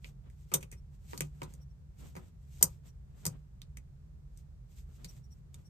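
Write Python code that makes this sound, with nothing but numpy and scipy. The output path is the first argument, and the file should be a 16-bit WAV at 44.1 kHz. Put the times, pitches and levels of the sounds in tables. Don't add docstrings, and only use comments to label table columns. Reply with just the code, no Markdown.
import sys
import numpy as np
from scipy import signal
from scipy.fft import rfft, irfft, next_fast_len
from scipy.io import wavfile

SR = 44100
rng = np.random.default_rng(int(sys.argv[2]) if len(sys.argv) > 2 else 0)


def to_wav(s):
    ch = np.atleast_2d(s).T
    pcm = np.round(np.clip(ch, -1, 1) * 32767)
    wavfile.write(sys.argv[1], SR, pcm.astype(np.int16))


N = 251149

CONTACTS = [(0.0444, -64.5, -4, 9.5, 390, 2550, 0.011), (.2992, -79, 4.5, 1, 420, 1690, 0.054),
            (0.5164, -53, -6.5, -3, 1140, 2410, 0.2), (0.5385, -30.5, 5, -2, 440, 3485, 0.064),
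            (0.6067, -64.5, 4, -4, 470, 2520, 0.15), (0.6276, -55.5, 0.5, 1, 420, 2650, 0.044),
            (0.7154, -62, 6.5, -3, 430, 1970, .018), (0.724, -59.5, 0.5, -0.5, 420, 2140, 0.086),
            (1.133, -59.5, -17, -1, 990, 1504, 0.014), (1.1766, -52, 5.5, 1.5, 800, 4530, .018),
            (1.2068, -38.5, 2, 0, 275, 2670, 0.017), (1.418, -50.5, -9, -1.5, 1020, 2310, 0.021),
            (1.431, -62.5, 9, 4, 420, 3950, 0.058), (1.538, -61.5, 2.5, -11, 390, 4860, 0.012),
            (2.153, -58.5, -6, -6.5, 750, 1600, 0.04), (2.1645, -53.5, -6.5, -5.5, 750, 1823, 0.064),
            (2.61, -53.5, -5.5, -9, 791, 4900, 0.16), (2.6266, -27.5, 10, 0.5, 896, 4905, 0.026),
            (3.2535, -41, 3.5, -2.5, 900, 4860, 0.022), (3.265, -39, 5, -0.5, 580, 4900, 0.027),
            (3.6176, -63.5, 3.5, 5.5, 1200, 3840, 0.0074), (3.7708, -60, 4.5, 2.5, 400, 2130, 0.019),
            (4.374, -75, 11.5, -2, 390, 4740, 0.022), (5.045, -56, 4, 3, 420, 4300, .04),
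            (5.5432, -62.5, 5, -2, 670, 3580, .018)]
# [pitch_hz, level_db]
HOOK_COLOUR = [(4300, -26), (5800, -2), (8800, -0.5), (10000, -9.5), (12000, -42.5)]

LENGTH = SR // 2
AGE = np.arange(LENGTH) / SR
OPPOSITE = [[1], [-1]]


def from_db(db):
    return 10 ** (np.asarray(db) / 20)


def rms_one(x):
    return x / np.sqrt(np.mean(x ** 2) + 1e-20)


def energy_one(x):
    return x / np.sqrt(np.sum(x ** 2, axis=-1, keepdims=True) + 1e-20)


def at_level(x, db, seconds):
    return from_db(db) * x / np.sqrt(np.mean(x[:, :round(seconds * SR)] ** 2) + 1e-20)


def add(out, s, sound):
    start = max(round(s * SR), 0)
    piece = sound[..., :max(N - start, 0)]
    out[..., start:start + piece.shape[-1]] += piece


def decay(t60):
    return from_db(-60 * AGE / max(t60, .001))


def flutter(db, per_s):
    place = np.arange(N) / SR * per_s
    return from_db(db * np.interp(place, np.arange(N), rng.standard_normal(N)))


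def convolve(x, response):
    return signal.fftconvolve(np.atleast_2d(x), np.atleast_2d(response), axes=1)[:, :LENGTH]


def colour(x, points):
    size = 2 * next_fast_len(x.shape[-1] // 2 + 1)
    hz, db = np.transpose(points)
    freqs = np.maximum(np.fft.rfftfreq(size, 1 / SR), 1)
    curve_db = np.interp(np.log(freqs), np.log(hz), db)
    cepstrum = irfft(np.log(from_db(curve_db)))
    cepstrum[1:size // 2] *= 2
    cepstrum[size // 2 + 1:] = 0
    response = np.exp(rfft(cepstrum))
    return irfft(rfft(x, size) * response)[..., :x.shape[-1]]


def resonate(x, resonances):
    for hz, width_hz, db in resonances:
        r = np.exp(-np.pi * width_hz / SR)
        poles = [1, -2 * r * np.cos(2 * np.pi * hz / SR), r * r]
        ringing = signal.lfilter([1, 0, -1], poles, x + 1e-18)
        x = x + from_db(db) * (1 - r * r) / 2 * ringing
    return x


def stereo_noise(points, side_db):
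    mid, side = colour(rng.standard_normal((2, N)), points)
    return rms_one(mid + from_db(side_db) * side * OPPOSITE)


def ventilation(hum_db=-50.5, air_db=-74.5):
    # [pitch_hz, level_db]
    hum_colour = [(14, -31), (30, -16), (45, -2), (56, -1), (65, -1.5), (76, -2.5), (92, -11.5),
                  (108, -14.5), (122, -7.5), (134, -6.5), (146, -4.5), (170, -16.5), (205, -22.5),
                  (260, -35), (450, -47.5), (900, -89)]
    # [pitch_hz, level_db]
    air_colour = [(200, -11.5), (380, 2), (700, -6), (1500, -12), (3000, -19.5), (8000, -20),
                  (10500, -28.5), (14800, -24), (15700, -53)]
    hum = from_db(hum_db) * stereo_noise(hum_colour, side_db=-12.5)
    air = from_db(air_db) * stereo_noise(air_colour, side_db=1.5)
    return hum + air


def contact(t60, grain_db=5.5):
    clean_t60 = .016
    grains = from_db(grain_db * rng.standard_normal(LENGTH))
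    chatter = rng.standard_normal(LENGTH) * grains * decay(t60)
    force = energy_one(chatter) * t60 / clean_t60
    force[0] += 1
    return energy_one(force)


def closet(contact_t60, lag_ms, t60, near_db, tail_db, build_s=0.0017, wall_s=.013, wall_db=-12.5):
    force = contact(contact_t60)
    lag = round(abs(lag_ms) * SR / 1000)
    late = np.pad(force, (lag, 0))[:LENGTH]
    direct = np.array([late, force] if lag_ms > 0 else [force, late])
    near, wall, far = rng.standard_normal((3, 2, LENGTH))
    scatter = from_db(near_db) * energy_one(near * decay(contact_t60))
    wall_fade = np.roll(decay(contact_t60), round(wall_s * SR))
    echo = from_db(wall_db) * energy_one(wall * wall_fade)
    tail_shape = decay(t60) * (1 - np.exp(-AGE / build_s))
    tail = from_db(tail_db) * energy_one(far * tail_shape)
    return direct + scatter + echo + tail


def shares(strength_db, hardness_db):
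    light_touch_db = -55
    force_db = strength_db - light_touch_db
    knock_db, ring_db = strength_db - hardness_db, strength_db + hardness_db
    clack_db = strength_db + 2.3 - .21 * force_db - .25 * hardness_db
    tick_db = ring_db - 5.5 + .11 * (ring_db - light_touch_db)
    return knock_db, clack_db, ring_db, tick_db


def part(x, points, resonances, db):
    return at_level(resonate(colour(x, points), resonances), db, .012)


def hangers(knock_width_hz=150, knock_peak_db=-0.5, clack_width_hz=700, clack_peak_db=11.5):
    # [pitch_hz, width_hz, ringing_db]
    wall_modes = [(264, 20, 9.5), (369, 18, 10.5), (482, 17, 4.5), (544, 36, 6.5), (960, 90, 2),
                  (1228, 69, 2)]
    # [pitch_hz, width_hz, ringing_db]
    body_modes = [(1967, 320, -2), (2500, 17, -0.5), (3117, 170, -2.5), (3670, 48, 1), (4900, 29, -3.5)]
    # [pitch_hz, width_hz, ringing_db]
    hook_modes = [(6034, 79, 7), (6700, 70, -2.5), (7120, 89, -3.5), (8120, 150, 1), (9080, 110, 1.5)]
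    # [pitch_hz, width_hz, ringing_db]
    tip_modes = [(11730, 87, 1.2), (13000, 150, 2.2), (13820, 90, 4.7)]
    # [pitch_hz, level_db]
    knock_colour = [(170, -24.5), (270, -3), (400, -0.5), (600, -4), (1200, -6.5), (1500, -6.5),
                    (2100, -29), (4000, -56.5)]
    # [pitch_hz, level_db]
    clack_colour = [(800, -25.5), (1600, -4), (2300, 1), (3000, -4.5), (3700, -4.5), (4200, -3), (5100, 1),
                    (7500, -30)]
    # [pitch_hz, level_db]
    tick_colour = [(8000, -31), (11200, 0), (13300, 1), (14800, -7.5), (15600, -24.5), (16200, -49)]
    tail_t60_s, bass_tail_t60_s = .095, .16
    plastic_ring = .5

    out = np.zeros((2, N))
    for s, strength_db, hardness_db, plastic_db, knock_hz, clack_hz, t60 in CONTACTS:
        knock_db, clack_db, ring_db, tick_db = shares(strength_db, hardness_db)
        knock = closet(t60, lag_ms=.06, t60=bass_tail_t60_s, near_db=-3.5, tail_db=-1.5)
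        knock = knock * OPPOSITE
        clack = closet(t60, lag_ms=.3, t60=tail_t60_s, near_db=4.0, tail_db=-1.0)
        ring = closet(t60, lag_ms=-.14, t60=tail_t60_s, near_db=-3.5, tail_db=-6.5)
        tick = closet(t60, lag_ms=-.14, t60=tail_t60_s, near_db=0.5, tail_db=-11.5)
        knock_mode = (knock_hz, knock_width_hz, knock_peak_db)
        clack_mode = (clack_hz, clack_width_hz, clack_peak_db + plastic_ring * plastic_db)
        add(out, s, part(knock, knock_colour, wall_modes + [knock_mode], knock_db))
        add(out, s, part(clack, clack_colour, body_modes + [clack_mode], clack_db + plastic_db))
        add(out, s, part(ring, HOOK_COLOUR, hook_modes, ring_db))
        add(out, s, part(tick, tick_colour, tip_modes, tick_db))
    return out


def struck(modes, spread_db=3.5):
    total = np.zeros(LENGTH)
    for k, (hz, db, t60) in enumerate(modes):
        gain = from_db(db + spread_db * rng.standard_normal())
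        sign = (-1) ** k
        total += gain * sign * decay(t60) * np.sin(2 * np.pi * hz * AGE)
    return total


def shelf(swell_s=0.008, side_db=-17.5, boom_db=1.5, most_db=-41):
    # [pitch_hz, level_db, t60_s]
    shelf_modes = [(113, -1, 0.27), (147, -3.5, 0.3), (167, 0, 0.16), (192.65, -3, 0.13),
                   (237, -6.5, 0.082)]
    out = np.zeros((2, N))
    swell = 1 - np.exp(-(AGE / swell_s) ** 2)
    for s, strength_db, *_ in CONTACTS:
        boom = struck(shelf_modes) + from_db(side_db) * struck(shelf_modes) * OPPOSITE
        db = min(strength_db + boom_db, most_db)
        add(out, s, at_level(boom * swell, db, .05))
    return out


def cloth():
    # [middle_s, length_s, level_db, weight_db (dull rub over fibre hiss)]
    brushes = [(0.068, 0.066, -69.5, 10), (.264, 0.044, -91.5, 28), (0.493, 0.24, -76, -4),
               (.938, 0.031, -73.5, 6), (1.153, .16, -64.5, 1), (1.464, 0.17, -72.5, 16),
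               (2.043, 0.1, -67.5, 11), (2.216, 0.12, -70.5, 9.5), (2.61, 0.2, -68.5, 0.5),
               (2.871, 0.047, -71.5, 13), (3.252, 0.18, -73, 14.5), (4.373, .091, -75, -7),
               (4.766, .087, -65.5, -9), (4.985, 0.15, -72.5, 10.5), (5.123, .14, -72.5, 8),
               (5.356, .065, -76.5, -24), (5.58, 0.076, -74, 3)]
    # [pitch_hz, level_db]
    fibre_colour = [(700, -30), (2300, -1.5), (5000, -3), (8000, 2.5), (10500, -14.5), (13000, -0.5),
                    (14800, -12.5), (15800, -38)]
    # [pitch_hz, level_db]
    rub_colour = [(40, -13.5), (140, 17), (280, 4.5), (700, -5.5), (1600, -11.5), (3500, -17.5),
                  (9000, -52.5)]
    t = np.arange(N) / SR
    hiss, rub = np.zeros((2, N))
    for s, length, db, weight_db in brushes:
        stroke = from_db(db) * np.exp(-(1.6 * (t - s) / length) ** 2)
        hiss += stroke
        rub += from_db(weight_db) * stroke
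    fibres = hiss * flutter(db=4.0, per_s=28) * stereo_noise(fibre_colour, side_db=-2.5)
    folds = rub * flutter(db=3.5, per_s=28) * stereo_noise(rub_colour, side_db=-0.5)
    grain = flutter(db=1.5, per_s=500)
    return grain * (fibres + folds)


def squeaks(low_hz=5660, high_hz=13520, high_db=-12.0, scrape_db=-7.5, detune=0.012):
    # [middle_s, level_db]
    slip_times = [(.785, -73), (1.624, -69.5), (1.711, -80), (2.894, -70), (5.098, -57), (5.251, -70.5),
                  (5.325, -65.5), (5.667, -67)]
    stroke_s, ring_t60_s = .022, .028
    out = np.zeros((2, N))
    stroke = np.exp(-2 * (AGE / stroke_s - 2) ** 2)
    for s, db in slip_times:
        phase = 2 * np.pi * AGE * (1 + detune * rng.standard_normal())
        pitches = np.sin(low_hz * phase) + from_db(high_db) * np.sin(high_hz * phase)
        hook = energy_one(decay(ring_t60_s) * pitches)
        slips = rng.standard_normal((2, LENGTH))
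        scrape = from_db(scrape_db) * rms_one(colour(slips, HOOK_COLOUR))
        add(out, s - 2 * stroke_s, from_db(db) * stroke * (convolve(slips, hook) + scrape))
    return out


def scene():
    air = ventilation() * from_db([[-.5], [.5]])
    return air + hangers() + shelf() + cloth() + squeaks()


def record(dry):
    cutoff_hz = 16300
    rounded = .85 * np.tanh(dry / .85)
    steep_cut = signal.ellip(10, .1, 80, cutoff_hz, fs=SR, output="sos")
    return signal.sosfilt(steep_cut, rounded)


dry = scene()
out = record(dry)
to_wav(out)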